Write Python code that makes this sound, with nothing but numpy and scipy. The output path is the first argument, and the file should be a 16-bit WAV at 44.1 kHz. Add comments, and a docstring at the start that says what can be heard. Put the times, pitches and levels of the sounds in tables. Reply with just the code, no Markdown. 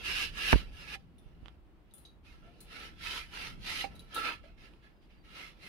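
"""A dry cloth wipes the sheet-metal blades of a ceiling fan in a small room, close to a phone with two ports.
Catching fibres, as shaped noise, rasp and ring the blade from the start; early on, pushes ring the phone case.
Damped modes then make blade knocks, bangle clashes and dry ticks; the wiping moves to a second blade.
Light pats and a sine creak follow, then firmer strokes, more clashes, the hardest knocks and another creak.
Two faint falling whistles of a bird come near the end; noise-band rumble and a room hiss run throughout."""
import sys
import numpy as np
from scipy import signal
from scipy.fft import rfft, irfft
from scipy.io import wavfile
from scipy.ndimage import uniform_filter1d

SR = 44100
rng = np.random.default_rng(int(sys.argv[2]) if len(sys.argv) > 2 else 0)


def output_pcm(signal):
    """Save a mono or channel-first signal as 16-bit PCM at the path in sys.argv[1].

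    Samples are clipped to [-1, 1] before scaling.
    """
    pcm = np.clip(np.atleast_2d(signal).T, -1, 1) * 32767
    wavfile.write(sys.argv[1], SR, np.round(pcm).astype(np.int16))


N = 250488
T = np.arange(N) / SR  # s

# cloth strokes: (full grip [s], hold [s], level at grip [dB], level at letting go [dB], release [dB/s],
# lowest blade ring [dB], second blade ring [dB], upper blade rings [dB], brightness [dB], hand weight [dB])
STROKES = [(0.057, 0.18, -43.5, -39, 295, -18, 1, 11, 4, -15),
           (0.382, .15, -44, -34.5, 1500, -11, 4, 6, 2.5, -14),
           (0.545, 0.041, -45.5, -45, 284, -12, -26, -2, 0.5, -11),
           (0.724, 0.098, -63, -54, 116, -3, -4, -13, 2, -10),
           (0.887, 0.068, -51, -43.5, 2499, -7, 2, 0, 0.5, -13),
           (2.253, 0.08, -65.5, -65, 102, -1, -5, -12, 1, -9.5),
           (2.425, 0.045, -69, -65, 150, 3, -18, -14, -3, 0),
           (2.716, 0.15, -54, -50, 287, 0.5, -7, -1, 0, -8.5),
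           (3.037, .14, -45, -40, 256, -5.5, -31, -3, 2, -16),
           (3.346, 0.13, -47, -45.5, 256, -0.5, -13, -3, 1, -12),
           (3.678, 0.15, -42, -44, 395, -4, -17, 4, 4.5, -13.5),
           (4.16, .04, -43.5, -43, 198, 5, 4, -4, -1, -7),
           (4.25, 0.071, -36.5, -41.5, 326, 8.5, -4, 1.5, -4, -10),
           (4.437, 0.042, -64.5, -67, 200, 5, -21, 4, -2, -4),
           (4.584, 0.064, -67, -60, 157, 0.5, 0, -6, 0.5, -4),
           (4.834, 0.028, -64.5, -65, 202, 0, 8, 0, -2, -4),
           (5.024, 0.033, -77, -80.5, 149.5, -9, -1, 0, 5, -14),
           (5.104, .065, -68.5, -72, 300, -9, -4.5, 2, -4.5, -18),
           (5.244, 0.077, -66.5, -61, 150, 0, -8, 3, -0.5, -11),
           (5.365, 0.11, -49.5, -54, 254, -1, -24, 4.5, 0, -10),
           (5.633, .05, -55.5, -55.5, 250, -4, -26, 8, 1, -9.5)]
# rustle of the loose cloth between strokes: (time [s], level [dB])
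RUSTLE = [(0, -54.5), (.94, -68.5), (.99, -96), (1.27, -75), (1.4, -80), (1.47, -69), (1.6, -87),
          (1.85, -84.5), (2.0, -74), (2.2, -91.5), (2.3, -81.5), (2.66, -68), (3.58, -82), (3.92, -63.5),
          (4.1, -71), (4.55, -86), (4.75, -74.5), (5.0, -90), (5.68, -68)]
# rustle colour: (lowest ring [dB], second ring [dB], upper rings [dB], brightness [dB], hand weight [dB])
RUSTLE_COLOUR_DB = (2.5, -12, -6, -1, 1.5)
# spectrum of the cloth rasp: (frequency [Hz], relative density [dB per Hz])
WEAVE_SPECTRUM = [(240, -47.5), (400, -18.5), (489, -38), (839, -11), (1060, -10), (1680, -6), (2090, -7.5),
                  (2710, -3.5), (3160, -7), (5270, -14.5), (7630, -31.5), (10700, -23.5), (16000, -40.5)]
# low blade modes under the cloth: (frequency [Hz], width [Hz])
BLADE_LOW_MODES = [(1320, 80), (1690, 65)]
# upper modes, one list per blade: (frequency [Hz], width [Hz], relative level [dB])
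BLADE_UPPER_MODES = [
    [(2256, 20, -4.5), (2780, 220, 10), (3940, 28, -7), (4400, 42, -14), (4960, 170, -29),
     (5270, 54, -18.5), (6640, 13, -23.5)],
    [(2105, 105, 18.5), (2730, 160, -17.5), (4100, 13, 14), (4400, 60, -31), (4740, 18, -20),
     (5250, 27, -20)],
]
# level difference of the ports for the cloth: (frequency [Hz], left minus right [dB])
PORT_TILT = [(60, -5.5), (110, 9), (200, 3.5), (380, -1), (700, 2), (1290, -0.5), (2380, -8), (4400, 0),
             (8120, 10), (15000, -1)]
# likeness of the noise at the two ports: (frequency [Hz], correlation [-1 to 1])
PORT_LIKENESS = [(40, 0.63), (130, 0), (300, 0.81), (650, 0.41), (1300, 0.056), (16000, 0)]
# blade knocks: (time [s], level [dB], pitch [Hz], t60 [s], thud re knock [dB], left minus right [dB])
KNOCKS = [(0.955, -56.5, 790, 0.11, -17, -20), (3.841, -37, 796, 0.1, -14.5, -23),
          (4.1623, -34, 1318, 0.23, -22, -7), (4.177, -39, 1367, 0.054, -13, 19),
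          (4.438, -57, 580, 0.12, -11, -11)]
# blade modes under a knock: (pitch ratio, relative level [dB], t60 ratio)
KNOCK_MODES = [(.36, -10, .5), (.66, -10, .5), (1, 0, 1), (2.84, -6, .35), (3.44, -20, .8)]
# dry ticks: (time [s], level [dB], centre [Hz], left minus right [dB])
TICKS = [(1.4589, -43.5, 3100, -18), (1.483, -44.5, 3400, -20), (4.7368, -53, 2900, -8)]
# bangle clashes: (time [s], level [dB], high re low rings [dB], low pitch [Hz], high pitch [Hz],
# rattle t60 [s], scrape weight [dB], left minus right [dB])
RATTLES = [(1.1827, -66, -5.5, 3560, 9960, 0.24, -12, 3), (1.91, -69, -16, 3850, 9440, 0.14, -3, -3),
           (1.938, -68, 17, 3480, 9680, 0.21, -23, 5), (1.981, -72, 14, 4080, 9910, 0.28, -15, 5),
           (2.051, -54, -18, 3870, 9550, 0.24, -8, 1), (2.585, -69, -13, 4040, 9960, 0.075, -12, 0.0),
           (2.6047, -56.5, 3, 4150, 9750, 0.2, -1, 3.5), (3.952, -58.5, -5.5, 3910, 9900, 0.18, -1, -2),
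           (3.993, -53, -7, 3920, 10100, 0.2, -25, 3), (4.1234, -71, -12, 3900, 10600, 0.12, -16, 2),
           (4.1451, -50, 3.5, 3840, 9820, 0.28, -0.5, 6.5)]
# low hoop modes: (pitch ratio, relative level [dB], t60 [s])
BANGLE_LOW_MODES = [(.88, -14, .015), (1, 0, .03), (1.13, -9, .012), (1.6, -13, .015)]
# high hoop modes: (pitch ratio, relative level [dB], t60 [s])
BANGLE_HIGH_MODES = [(.74, -15, .012), (.96, -9, .01), (1, 0, .02), (1.06, -6, .01), (1.18, -8, .01),
                     (1.31, -11, .015), (1.48, -14, .012)]
# creaks of the blade on its arm: (time [s], length [s], first [Hz], last [Hz], level [dB])
CREAKS = [(2.433, 0.087, 591, 704, -62), (4.436, 0.073, 602, 684, -64.5)]
# bumps on the phone case: (time [s], level [dB], contact [s], port [0 left, 1 right], push 1 or pull -1)
JOLTS = [(.5293, -1.5, .0005, 0, 1), (.530, -12, .00035, 1, -1), (.5335, -15, .0007, 1, 1),
         (.536, -7, .003, 1, 1), (.5415, -22, .0005, 1, 1), (.547, -24, .003, 0, 1),
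         (.551, -21, .003, 0, 1), (.558, -12, .0025, 0, 1), (1.258, -38, .008, 1, 1),
         (1.428, -38, .004, 1, 1)]
# case modes, one list per port (left, right): (frequency [Hz], level re push [dB], t60 [s])
CASE_MODES = [
    [(260, -19, 0.021), (428, -18.5, .03)],
    [(52.7, -1, 0.11), (140, -8, 0.024), (630, -11, .02), (960, -4, 0.024), (1650, 3.5, 0.012),
     (2300, -1, 0.015)],
]
# bird whistles: (time [s], length [s], first [Hz], last [Hz], level at the end [dB])
BIRD = [(4.92, .14, 5060, 4820, -83.5), (5.11, 0.11, 4800, 4630, -76.5)]
# rumble contour: (time [s], level [dB])
RUMBLE = [(0, -51), (.43, -56), (.62, -47.5), (1.03, -62), (1.4, -57.5), (1.75, -66.5), (2.3, -59.5),
          (3.04, -57), (3.5, -53), (4.33, -55.5), (4.9, -62.5), (5.68, -61.5)]
# spectrum of the room hiss: (frequency [Hz], relative density [dB per Hz])
ROOM_SPECTRUM = [(88, -41), (150, -9), (244, -7), (275, -12), (309, -4), (414, -13.5), (534, -16.5),
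                 (730, -17), (3100, -30.5), (6390, -45.5), (16000, -45)]

ATTACK_DB_PER_S, ROUNDING_S = 351.5, 0.044  # of a full stroke with a slow release
LIGHT_DB, LIGHT_QUICKER = -58, 2.5  # strokes gripping under this level are pats that land more suddenly
NEXT_BLADE_S = 1.5
CLOTH_PAN_DB, SWAY_DB = -0.5, 0.5  # left minus right
BIRD_SWELL_DB = 7.5
ROOM_DB = -66.5
TOP_HZ = 15780


def undb(db):
    """Amplitude of a level in dB."""
    return 10 ** (np.asarray(db) / 20)


def unit(x):
    """Scale to an rms of 1."""
    return x / np.sqrt(np.mean(x ** 2))


def over_hz(table):
    """Read a (Hz, value) table at every spectrum bin, on a log frequency axis."""
    hz, value = np.transpose(table)
    bin_hz = np.arange(N // 2 + 1) * SR / N
    return np.interp(np.log(bin_hz + 1), np.log(hz), value)


def colour(x, table):
    """Filter by a (Hz, dB) table."""
    return irfft(rfft(x) * undb(over_hz(table)), N)


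def band(x, hz, width_hz):
    """Pass one resonance."""
    return signal.lfilter(*signal.iirpeak(hz, hz / width_hz, SR), x)


def band_twice(x, hz, width_hz):
    """Pass one resonance with steeper skirts."""
    return band(band(x, hz, width_hz), hz, width_hz)


def walk(rate_hz):
    """Random levels held 1 / rate_hz and slewed twice; spread near 1."""
    hold = int(SR / rate_hz)
    steps = np.repeat(rng.standard_normal(N // hold + 1), hold)
    return 1.08 * uniform_filter1d(uniform_filter1d(steps, hold), hold)[:N]


def port_noise():
    """Noise at both ports, correlated by frequency as in PORT_LIKENESS."""
    likeness = np.clip(over_hz(PORT_LIKENESS), 0, 1)
    weights = np.sqrt([(1 + likeness) / 2, (1 - likeness) / 2])
    mid, side = rfft(rng.standard_normal((2, N))) * weights
    return irfft([mid + side, mid - side], N)


def pan(left_minus_right_db):
    """Left and right gains."""
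    return undb(np.array([left_minus_right_db / 2, -left_minus_right_db / 2]))


def decay(t_s, t60_s):
    """Exponential fall of 60 dB in t60_s."""
    return np.exp(-np.log(1000) * t_s / t60_s)


def ring(hz, t60_s, rise_s=1e-4):
    """One damped mode, peak near 1."""
    t = T[:int(SR * (t60_s + 3 * rise_s)) + 8]
    envelope = (1 - np.exp(-t / rise_s)) * decay(t, t60_s)
    return np.sin(2 * np.pi * hz * t) * envelope / envelope.max()


def add(out, start_s, x):
    """Mix x into out from start_s."""
    i = int(start_s * SR)
    out[..., i:i + x.shape[-1]] += x[..., :out.shape[-1] - i]


def cloth():
    """Fibres catch in uneven bursts; each blade mode swells and fades as the cloth travels over its nodes."""
    power = grip()
    total_power = power.sum(0)
    colours = np.vstack([RUSTLE_COLOUR_DB, np.array(STROKES)[:, 5:]])
    first_db, second_db, upper_db, bright_db, hand_db = colours.T @ (power / total_power)

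    catches = unit(undb(1.1 * walk(400) + 0.71 * walk(40))) * port_noise()
    rasp = thicket(colour(catches, WEAVE_SPECTRUM), 4.3)
    dull = signal.sosfilt(signal.butter(2, 4500, fs=SR, output="sos"), rasp)

    low_rings = 0
    for (hz, width_hz), db in zip(BLADE_LOW_MODES, (first_db, second_db)):
        mode = unit(band(band(catches, hz, width_hz), hz, 4 * width_hz))
        low_rings = low_rings + undb(db + 2.2 * walk(25.09)) * mode
    first_blade, second_blade = (upper_rings(catches, modes) for modes in BLADE_UPPER_MODES)
    upper = np.where(T < NEXT_BLADE_S, first_blade, second_blade)
    hand = unit(band_twice(catches, 310, 630))

    mix = undb(2.0) * (dull + undb(bright_db) * (rasp - dull))
    mix += undb(hand_db) * hand
    mix += undb(upper_db - 11.5) * upper
    mix += undb(-9.0) * low_rings
    return mix * np.sqrt(total_power) * pan(CLOTH_PAN_DB + SWAY_DB * walk(12))


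def grip():
    """Power of the rustle and of each stroke: steady attack, sloping hold, release, corners rounded."""
    rows_db = [np.interp(T, *np.transpose(RUSTLE))]
    for grip_s, hold_s, first_db, last_db, release_db_per_s, *_ in STROKES:
        quick = LIGHT_QUICKER if first_db < LIGHT_DB else 1
        db = np.interp(T, (grip_s, grip_s + hold_s), (first_db, last_db))
        db += quick * ATTACK_DB_PER_S * np.minimum(T - grip_s, 0)
        db -= release_db_per_s * np.maximum(T - grip_s - hold_s, 0)
        rounding_s = ROUNDING_S * min(ATTACK_DB_PER_S / release_db_per_s, 1 / quick)
        rows_db.append(uniform_filter1d(db, max(int(rounding_s * SR), 1)))
    return undb(2 * np.maximum(rows_db, -200))  # twice the dB: power


def thicket(x, depth_db):
    """The thin sheet has a thicket of close modes that light up for a moment, one after another."""
    frames = signal.stft(x, nperseg=1024, noverlap=768)[2]
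    lit = unit(uniform_filter1d(rng.standard_normal(frames.shape[1:]), size=12, axis=1))
    return unit(signal.istft(frames * undb(depth_db * lit), nperseg=1024, noverlap=768)[1][:, :N])


def upper_rings(catches, modes):
    """Upper modes of one blade, each wandering in level."""
    rings = 0
    for hz, width_hz, db in modes:
        rings = rings + undb(db + 2.7 * walk(20)) * unit(band(catches, hz, width_hz))
    return unit(rings)


def knocks():
    """A blow rings the blade modes over a dull thud of decaying band noise."""
    out = np.zeros((2, N))
    t = T[:SR // 10]
    for s, db, hz, t60_s, thud_db, pan_db in KNOCKS:
        thud = unit(band(rng.standard_normal((2, len(t))), 370, 260)) * np.exp(-t / 0.018)
        add(out, s, undb(db + thud_db) * pan(pan_db)[:, None] * thud)
        for ratio, mode_db, t60_ratio in KNOCK_MODES:
            mode = undb(db + mode_db) * ring(hz * ratio, t60_s * t60_ratio, 0.00085)
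            add(out, s, np.outer(pan(pan_db), mode))
    return out


def ticks():
    """One short snap: a heavily damped mode and a lower one of opposite sign."""
    out = np.zeros((2, N))
    for s, db, hz, pan_db in TICKS:
        add(out, s, np.outer(pan(pan_db), -undb(db) * ring(hz, 0.0039, 2e-5)))
        add(out, s, np.outer(pan(pan_db), undb(db + 2.5) * ring(0.33 * hz, 0.0024, 2e-5)))
    return out


def bangles():
    """Each clash is a sharp contact and a dying shower of tiny ones that ring the hoops and scrape."""
    out = np.zeros((2, N))
    t = T[:SR // 4]
    for s, db, high_db, low_hz, high_hz, t60_s, scrape_db, pan_db in RATTLES:
        fade = decay(t, t60_s) * (1 + 0.5 * np.exp(-t / 0.0063))
        struck = rng.random(len(t)) < 5000 / SR  # about 5000 contacts per s
        contacts = 0.55 * fade * rng.standard_normal((2, len(t))) * struck
        contacts[:, 0] = 1.6
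        hoops = ring_hoop(contacts, BANGLE_LOW_MODES, low_hz)
        hoops += undb(high_db) * ring_hoop(contacts, BANGLE_HIGH_MODES, high_hz)
        scrape = fade * band(rng.standard_normal((2, len(t))), 10500, 6000)
        clash = undb(-5.0) * hoops + undb(scrape_db + high_db) * scrape
        add(out, s, undb(db) * pan(pan_db)[:, None] * clash)
    return out


def ring_hoop(blows, modes, hz):
    """All modes of a hoop, each a little louder or softer by where it is struck."""
    body = np.zeros(SR // 4)
    for ratio, db, t60_s in modes:
        mode = ring(min(hz * ratio, .4 * SR), t60_s)
        add(body, 0, undb(db + 1.5 * rng.standard_normal()) * mode)
    return signal.fftconvolve(blows, body[None])[:, :blows.shape[1]]


def creaks():
    """A slipping joint: a sine of jittered phase and level that climbs as the blade bends."""
    out = np.zeros(N)
    for s, length_s, first_hz, last_hz, db in CREAKS:
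        u = np.clip((T - s) / length_s, 0, 1)
        hz = first_hz + (last_hz - first_hz) * np.sqrt(u)
        phase = 2 * np.pi * np.cumsum(hz) / SR
        level = undb(db + 4.4 * walk(90)) * np.sin(np.pi * u) ** 0.32
        out += level * np.sin(phase + 2.4 * walk(60))
    return out


def walls(x, t60_s, db):
    """Add a short diffuse tail, other for each port."""
    t = T[:int(t60_s * SR)]
    tail = rng.standard_normal((2, len(t))) * decay(t, t60_s) * (t > .004)
    tail /= np.sqrt(np.sum(tail ** 2) / 2)
    return x + undb(db) * signal.fftconvolve(x, tail, axes=1)[:, :N]


def jolts():
    """A smooth push reaches the port and rings the case; only short contacts wake the high modes."""
    out = np.zeros((2, N))
    for s, db, contact_s, port, way in JOLTS:
        push = way * np.sin(np.pi * T[:int(contact_s * SR)] / contact_s) ** 2
        impulse = push / abs(push.sum())
        add(out[port], s, undb(db) * push)
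        for hz, mode_db, t60_s in CASE_MODES[port]:
            add(out[port], s, undb(db + mode_db) * np.convolve(impulse, ring(hz, t60_s)))
    # the capsule vent lets the slowest pressure leak away
    return signal.sosfilt(signal.butter(2, 38, "high", fs=SR, output="sos"), out)


def bird():
    """Falling sine whistles that throb and swell."""
    out = np.zeros(N)
    throb = 1 + 0.58 * np.sin(2 * np.pi * 28 * T)
    for s, length_s, first_hz, last_hz, db in BIRD:
        u = np.clip((T - s) / length_s, 0, 1)
        on = uniform_filter1d(1. * (u > 0) * (u < 1), size=400)
        hz = first_hz + (last_hz - first_hz) * u + 25 * walk(60)
        level = undb(db - BIRD_SWELL_DB * (1 - u) + 2.5 * walk(50))
        out += on * throb * level * np.sin(2 * np.pi * np.cumsum(hz) / SR)
    return out


def rumble():
    """Lumpy low noise bands that follow the movement in the room."""
    lumps = 0
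    for hz, db in ((34, -2.0), (55, -0.8), (90, -12.0), (150, -5.0)):
        lump = unit(band_twice(port_noise(), hz, 0.76 * hz))
        lumps = lumps + undb(db + 3.36 * walk(6.0)) * lump
    return lumps * undb(np.interp(T, *np.transpose(RUMBLE)))


def room_hiss():
    """Smooth coloured noise, wavering slightly in level."""
    return unit(colour(port_noise(), ROOM_SPECTRUM)) * undb(ROOM_DB + 1.1 * walk(17))


def scene():
    """Blade and bangle sounds get the room tail; bumps, bird and background stay without it."""
    rub = irfft(rfft(cloth()) * pan(over_hz(PORT_TILT)), N)
    near = rub + knocks() + ticks() + bangles() + creaks()
    return walls(near, 0.062, -11.0) + jolts() + bird() + rumble() + room_hiss()


def record(dry):
    """The phone cuts the top."""
    return signal.sosfilt(signal.ellip(10, .2, 70, TOP_HZ, fs=SR, output="sos"), dry)


dry = scene()
out = record(dry)
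output_pcm(out)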